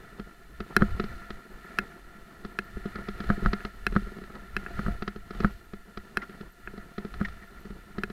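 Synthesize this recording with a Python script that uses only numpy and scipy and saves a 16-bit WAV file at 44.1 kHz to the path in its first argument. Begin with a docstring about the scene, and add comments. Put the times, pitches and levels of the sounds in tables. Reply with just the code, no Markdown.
"""An electric bike jolts along a sandy, stony trail, heard from a camera fixed to it.
Bumps ring the frame's modes: stones knock, the suspension thuds at full travel and clacks on rebound.
The motor whines, gears chatter, tyres drum, sand hisses, ground and wind rumble; all swell at bumps.
Behind them: loose-part taps, a metal ring, squeaks, faint high chirps and a hiss of air."""
import sys
import numpy as np
from scipy.fft import rfft, irfft, next_fast_len
from scipy.io import wavfile
from scipy.ndimage import map_coordinates

SR = 44100
rng = np.random.default_rng(int(sys.argv[2]) if len(sys.argv) > 2 else 0)


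def master_out(mix):
    """Clip the mix to full scale and print it as 16-bit PCM to the path in sys.argv[1]."""
    frames = np.transpose(np.atleast_2d(mix))
    ceiling = np.clip(frames, -1, 1)
    pcm = np.round(ceiling * 32767).astype(np.int16)
    wavfile.write(sys.argv[1], SR, pcm)


N = 358091

# Table levels are relative.
# rubbing parts: t/s, length/s, f/Hz, level/dB
SQUEAKS = [(6.218, 0.014, 1970, -42.5), (6.222, 0.032, 1404, -40.5), (7.248, 0.02, 1873, -34),
           (7.421, 0.043, 1894, -53)]
# jolts that ring a metal part: t/s, level/dB
RING_JOLTS = [(0.83, -44), (1.0, -45.5), (3.3, -39.5), (3.459, -36.5), (4.705, -45), (4.882, -35),
              (7.213, -54)]
# loose part: t/s, level/dB
TAPS = [(3.6051, -27.5), (4.6626, -22.5), (6.674, -24)]
# tyre effort over easy rolling: t/s, level/dB
EFFORT = [(0.0, 1), (0.48, -3.5), (0.75, 2.3), (1.15, 5.5), (1.44, -1.5), (1.77, 4.5), (2.03, -1.5),
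          (2.65, 0.8), (2.93, 4.5), (3.67, 3.5), (3.73, -0.3), (4.02, 1.5), (4.51, 0.5), (4.59, 5),
          (4.94, 2), (5.25, -3), (5.4, 4.1), (5.64, -4.5), (6.41, 1.1), (6.52, -6.5), (6.66, -1),
          (8.12, -0.9)]
# mount sway, with a shudder near 42 Hz: f/Hz, level/dB
RUMBLE_SPECTRUM = [(4, -12), (12, 2), (26, -8), (41, 0), (58, -8), (80, -14), (120, -17), (160, -26),
                   (300, -55), (800, -120)]
# tyre drumming: f/Hz, level/dB
TYRE_SPECTRUM = [(60, -61), (130, -8.5), (200, -0.5), (280, -11), (375, -4.5), (480, -13), (600, -18),
                 (900, -18), (1500, -19), (4000, -66)]
# thrown sand: f/Hz, level/dB
SAND_SPECTRUM = [(800, -15.5), (2100, -8), (2900, 0), (3150, -3), (3330, -9.5), (3520, 0.5), (3800, -8),
                 (4100, -1.5), (4600, -6.5), (5300, -11.5), (8000, -15), (12000, -15.5), (15500, -22)]
# frame resonances under the drive: f/Hz, width/Hz, level/dB
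DRIVE_MODES = [(689, 54, -2.5), (1287, 56, -1.5), (1380, 89, 2.5), (1686, 140, -10), (1760, 71, -1.5),
               (1918, 137, -4), (2224, 355, -13.5)]
# motor tones: multiple of base pitch, level/dB
MOTOR_ORDERS = [(2, -12), (4, 0), (5, -7)]
# frame modes by contact: f/Hz, width/Hz, clack/dB, thud/dB, knock/dB
FRAME_MODES = [(39.5, 23, 10, 21.5, 14), (118, 144, -2, 27.5, 14), (172.4, 50, 13.5, 28.5, 16),
               (199.4, 21.4, 25.5, 31.5, 23.5), (375.2, 43, 20.5, 18.5, 17), (408.8, 48, 17.5, 15.5, 15.5),
               (495, 71, 2, 15.5, -4), (706.5, 48, 10, 14, 8), (1070, 400, -12, 2, -41),
               (1314, 82, -12, 28, 17.5), (1421, 64, 21.5, 23, 11.5), (1517, 166, 25, 24, 5),
               (1659, 105, 25.5, 12, 11.5), (1938, 86, 10, 14.5, 8.5), (2110, 24, 8, -20, 1),
               (2577, 116, 16.5, -25, -3), (3170, 140, 7.5, -1.5, -6), (4060, 110, 7.5, -11, 0),
               (4930, 230, 5, -33, -14), (5446, 550, 8.5, -29, -3), (8310, 690, -2.5, -32, -56),
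               (8980, 1100, -1, -45, -50), (10050, 330, 1, -40, -50), (11520, 590, 3, -45, -50),
               (13100, 600, -31, -45, -50)]
# stones under the tyres: t/s, click/dB, body/dB
STONE_KNOCKS = [(0.196, -31, -30), (0.603, -24, -28), (0.9972, -16.5, -21), (1.039, -26, -28.5),
                (1.3039, -24, -34), (2.4483, -26.5, -31), (2.7684, -39, -31.5), (2.8556, -30, -25.5),
                (2.9557, -23, -33.5), (2.986, -38, -37), (3.0851, -24, -27.5), (3.2024, -22.5, -29),
                (3.24, -30.5, -34.5), (3.3765, -49, -29), (3.4229, -40, -28), (3.5311, -14.5, -22.5),
                (3.6491, -19.5, -29.5), (3.9231, -29.5, -31.5), (4.1845, -36, -35), (4.2372, -32.5, -41),
                (4.352, -31, -41), (5.0219, -20.5, -27.5), (5.0772, -17, -28), (5.1598, -34, -34),
                (5.3059, -26.5, -33), (5.3472, -34, -38.5), (5.4024, -20.5, -25.5), (5.7343, -32, -33.5),
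                (5.9727, -22.5, -33.5), (6.2942, -38, -40), (6.4092, -33.5, -34.5), (6.736, -50, -37),
                (6.777, -31.5, -34), (6.9803, -24, -27.5), (7.048, -32, -29), (7.139, -28, -46),
                (7.2836, -29, -62), (7.6517, -37.5, -36.5), (7.7037, -38.5, -34.5), (7.9818, -23, -26),
                (8.0993, -31, -33)]
# suspension rebounds: t/s, click/dB, body/dB, ping/dB
REBOUND_CLACKS = [(0.7652, -7, -25.5, -7.5), (1.7865, -13.5, -36, 4.5), (2.588, -18.5, -37.5, 4),
                  (3.8663, -15, -35, 4), (4.5655, -18.5, -38, 4.5), (6.171, -15.5, -36, 1.5),
                  (8.035, -20, -36.5, 2.5)]
# heavy compressions: t/s, click/dB, body/dB
COMPRESSION_THUDS = [(0.821, -11, -16), (3.3014, -13, -20), (3.46, -12.5, -24.5), (3.963, -12.5, -20),
                     (4.792, -22, -29.5), (4.8634, -22.5, -32.5), (4.8816, -30, -27), (5.446, -11.5, -19),
                     (7.2126, -23, -24.5)]

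# tyre load round a bump: rise/s, fall/s, dB per dB of body level
THUD_SWELL, KNOCK_SWELL = (0.1, 0.14, 0.057), (0.015, 0.13, 0.18)
# level laws: base/dB, dB per dB of effort, thud boost/dB, knock or clack boost/dB, swell exponent
RUMBLE_LAW, TYRE_LAW = (-51, 1.05, 21, 10, 1.5), (-55, 1, 10, 4.5, 2.4)
DRIVE_LAW, SAND_LAW = (-55, 1.2, 7.5, 2, 2), (-64.8, 0.8, 6.5, 1.5, 0.94)


def amp(db):
    """dB to gain."""
    return 10 ** (np.asarray(db) / 20)


def unit(x):
    """Scale to rms 1."""
    return x / np.sqrt(np.mean(x ** 2) + 1e-20)


def wobble(rate_hz):
    """Smooth random curve, knots at rate_hz."""
    knots = rng.standard_normal(int(N * rate_hz / SR) + 4)
    return map_coordinates(knots, [np.arange(N) * rate_hz / SR])


def grains(clump_db, rate_hz):
    """Dense tiny impacts, as clumped noise."""
    return rng.standard_normal(N) * amp(clump_db * wobble(rate_hz))


def filtered(x, response):
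    """Apply a frequency response."""
    size = next_fast_len(len(x) + 8192)
    return irfft(rfft(x, size) * response(np.fft.rfftfreq(size, 1 / SR)), size)[:len(x)]


def coloured(x, spectrum):
    """Shape by (f/Hz, level/dB) points; rms 1."""
    points_hz, db = np.transpose(spectrum)
    return unit(filtered(x, lambda hz: amp(np.interp(np.log(hz + 1), np.log(points_hz), db))))


def resonant(x, modes):
    """Pass through steep-sided resonances; rms 1."""
    def power(hz):
        return sum(amp(db) ** 2 / (1 + 2 * ((hz - mode_hz) / width_hz) ** 2) ** 2
                   for mode_hz, width_hz, db in modes)
    return unit(filtered(x, lambda hz: np.sqrt(power(hz))))


def softened(x, edge_hz):
    """Padded contact: steep low-pass."""
    return filtered(x, lambda hz: 1 / (1 + (hz / edge_hz) ** 10))


def add(out, at_s, sound):
    """Mix in at at_s."""
    start = max(0, round(at_s * SR))
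    part = out[start:start + len(sound)]
    part += sound[:len(part)]


def air_hiss():
    """Steady treble hiss of air."""
    spectrum = [(2000, -26), (6000, 0.5), (11000, 0), (11800, 2), (12600, -4), (14500, 2), (15800, -11)]
    return amp(-71) * coloured(rng.standard_normal(N), spectrum)


def chirps(pitch_hz=12100, spread_hz=260, length_s=0.047, first_s=0.64, every_s=1.0, lead_s=0.13):
    """Faint scratchy chirps, each with a weaker one ahead."""
    gate, window = np.zeros(N), np.hanning(int(length_s * SR))
    for beat_s in np.arange(first_s, N / SR, every_s):
        at_s, db = rng.normal(beat_s - length_s / 2, 0.015), rng.normal(-68.5, 2)
        add(gate, at_s, amp(db) * window)
        add(gate, at_s - lead_s, amp(db - 5) * window)
    scratch = grains(clump_db=5, rate_hz=300)
    return gate * unit(filtered(scratch, lambda hz: np.exp(-((hz - pitch_hz) / spread_hz) ** 2)))


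def squeaks(jitter_rad=0.12, overtone_db=-25):
    """Parts rub as the suspension moves: a rough tone with a weak octave."""
    out = np.zeros(N)
    for at_s, length_s, hz, db in SQUEAKS:
        progress = np.linspace(0, 1, int(length_s * SR))
        drift_rad = np.cumsum(jitter_rad * rng.standard_normal(len(progress)))
        phase = 2 * np.pi * hz * np.arange(len(progress)) / SR + drift_rad
        tone = np.sin(phase) + amp(overtone_db) * np.sin(2 * phase)
        envelope = np.sqrt(progress) * (1 - progress) ** 2
        add(out, at_s, amp(db) * unit(envelope * tone))
    return softened(out, edge_hz=6600)


def metal_ring(pitch_hz=693, t60_s=0.19):
    """One clean mode, perhaps a brake disc, outlasts a jolt."""
    out, t = np.zeros(N), np.arange(SR // 2) / SR
    for at_s, db in RING_JOLTS:
        add(out, at_s, amp(db - 60 * t / t60_s) * np.sin(2 * np.pi * pitch_hz * t))
    return out


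def taps():
    """A loose part taps the frame: little treble, hardly any weight."""
    out = np.zeros(N)
    for at_s, db in TAPS:
        add(out, at_s, frame_blow("clack", db + 1.5, db - 12, crack_db=-9.5))
    return softened(out, edge_hz=2870)


def tyre_load(blows, shape):
    """Load, 0 to 1: builds to each blow, then decays; higher for heavier blows."""
    rise_s, fall_s, slope = shape
    at_s, body_db = np.transpose([(row[0], row[2]) for row in blows])[:, :, None]
    t = np.arange(0, N, 64) / SR
    weight = amp(slope * (body_db - body_db.max()))
    load = weight * np.exp(-np.maximum((at_s - t) / rise_s, (t - at_s) / fall_s))
    return np.interp(np.arange(N) / SR, t, load.max(0))


def ride_levels_db():
    """Rumble, tyre, drive and sand levels follow effort and swell round bumps."""
    effort_db = np.interp(np.arange(N) / SR, *np.transpose(EFFORT))
    effort_db -= 0.3 * wobble(8.3)  # small surface changes
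    heavy = tyre_load(COMPRESSION_THUDS, THUD_SWELL)
    light = tyre_load(STONE_KNOCKS + REBOUND_CLACKS, KNOCK_SWELL)
    return [base_db + slope * effort_db + np.maximum(thud_db * heavy ** power, knock_db * light ** power)
            for base_db, slope, thud_db, knock_db, power in (RUMBLE_LAW, TYRE_LAW, DRIVE_LAW, SAND_LAW)]


def ground(rumble_db, tyre_db, sand_db):
    """Ground and wind shake the bike; tyres drum and throw sand."""
    rumble = amp(rumble_db + 4.5 * wobble(13)) * coloured(rng.standard_normal(N), RUMBLE_SPECTRUM)
    tyres = amp(tyre_db + 2.56 * wobble(30)) * coloured(grains(clump_db=3, rate_hz=150), TYRE_SPECTRUM)
    sand = amp(sand_db) * coloured(grains(clump_db=1.5, rate_hz=690), SAND_SPECTRUM)
    return rumble + tyres + sand


def drive(drive_db, base_hz=344, whine_db=-8.5):
    """Gear chatter rings the frame; the motor whines in wavering tones."""
    chatter = resonant(grains(clump_db=1.5, rate_hz=220), DRIVE_MODES)
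    speed = 1 + 0.005 * wobble(9) + 0.012 * wobble(80)  # flutter from uneven ground
    phase = 2 * np.pi * np.cumsum(base_hz * speed) / SR
    whine = unit(sum(amp(db + 2.4 * wobble(22)) * np.sin(order * phase) for order, db in MOTOR_ORDERS))
    return amp(drive_db + 1.1 * wobble(25)) * (chatter + amp(whine_db) * whine)


def frame_blow(contact, click_db, body_db, crack_db, crack_s=0.0046, attack_s=0.00089,
               tilt_db_per_oct=0, ping_db=0, ping_hz=2550, ping_width_hz=600):
    """One blow: slow body modes, plus a click of quick bright modes and a noise crack."""
    t = np.arange(SR // 6) / SR
    hz, width_hz, *contact_db = np.transpose(FRAME_MODES)
    db = contact_db[("clack", "thud", "knock").index(contact)]
    db = db + tilt_db_per_oct * np.clip(np.log2(hz / 2800), 0, None)
    db = db + ping_db * np.exp(-((hz - ping_hz) / ping_width_hz) ** 2)
    # no two blows land alike
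    strength = amp(db + rng.standard_normal(len(hz))) * width_hz
    pitch_hz = hz * (1 + 0.004 * rng.standard_normal(len(hz)))
    decay = np.exp(-np.pi * width_hz[:, None] * t)
    modes = strength[:, None] * np.sin(2 * np.pi * pitch_hz[:, None] * t) * decay
    heavy = hz < 600  # these answer later, in opposite sign
    body = -modes[heavy].sum(0) * (1 - np.exp(-t / 0.0042))
    crack = rng.standard_normal(len(t)) * np.exp(-t / crack_s)
    onset = 1 - np.exp(-(t / attack_s) ** 2)
    click = (unit(modes[~heavy].sum(0)) + amp(crack_db) * unit(crack)) * onset
    return amp(click_db) * click / np.abs(click).max() + amp(body_db) * body / np.abs(body).max()


def washboard(start_s=4.02, gap_s=0.049, count=5):
    """Sand ripples shake the frame in a short, soft run."""
    out = np.zeros(N)
    for k in range(count):
        add(out, start_s + k * gap_s, frame_blow("knock", click_db=-42, body_db=-34, crack_db=-10))
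    return out


def pebbles(tyre_db, count=90, spread_db=11):
    """Random jolts, mostly slight, stronger on rough ground."""
    out = np.zeros(N)
    for place, size in rng.random((count, 2)):
        db = tyre_db[int(place * N)] - 1 + spread_db * size ** 2
        add(out, place * N / SR, frame_blow("knock", db - 7, db, crack_db=-2))
    return out


def bumps(tyre_db, touch_lead_s=0.0105):
    """Suspension clacks and thuds, and knocks from the ground, strike the frame."""
    clacks, thuds, knocks = np.zeros((3, N))
    for at_s, click_db, body_db, ping_db in REBOUND_CLACKS:
        tilt = 0.3 * (click_db + 15)  # harder: shorter contact, brighter
        add(clacks, at_s, frame_blow("clack", click_db + 5, body_db + 10.5, crack_db=-30.5,
                                     crack_s=0.0031, tilt_db_per_oct=tilt, ping_db=ping_db))
    for at_s, click_db, body_db in COMPRESSION_THUDS:
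        add(thuds, at_s, frame_blow("thud", click_db + 0.5, body_db + 7, crack_db=-21.5, crack_s=0.003))
        first_touch = frame_blow("knock", click_db - 18, body_db - 8.5, crack_db=-21)
        add(knocks, at_s - touch_lead_s, first_touch)
    for at_s, click_db, body_db in STONE_KNOCKS:
        stone = frame_blow("knock", click_db, body_db + 3, crack_db=-5.5, crack_s=0.0039, attack_s=0.0014)
        add(knocks, at_s, stone)
    knocks += washboard() + pebbles(tyre_db)
    return softened(clacks, edge_hz=14600) + softened(thuds, edge_hz=5300) + softened(knocks, edge_hz=5110)


def scene():
    """The ride over a hiss of air, mono."""
    rumble_db, tyre_db, drive_db, sand_db = ride_levels_db()
    hiss = air_hiss()
    rolling = ground(rumble_db, tyre_db, sand_db) + drive(drive_db)
    return (rolling + bumps(tyre_db) + metal_ring() + taps() + squeaks() + chirps() + hiss)[None]


def record(dry, ceiling=0.71, top_hz=15830):
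    """The camera flattens the hardest peaks and limits the band."""
    clipped = np.clip(dry[0], -ceiling, ceiling)
    return filtered(clipped, lambda hz: hz < top_hz)[None]


dry = scene()
out = record(dry)
master_out(out)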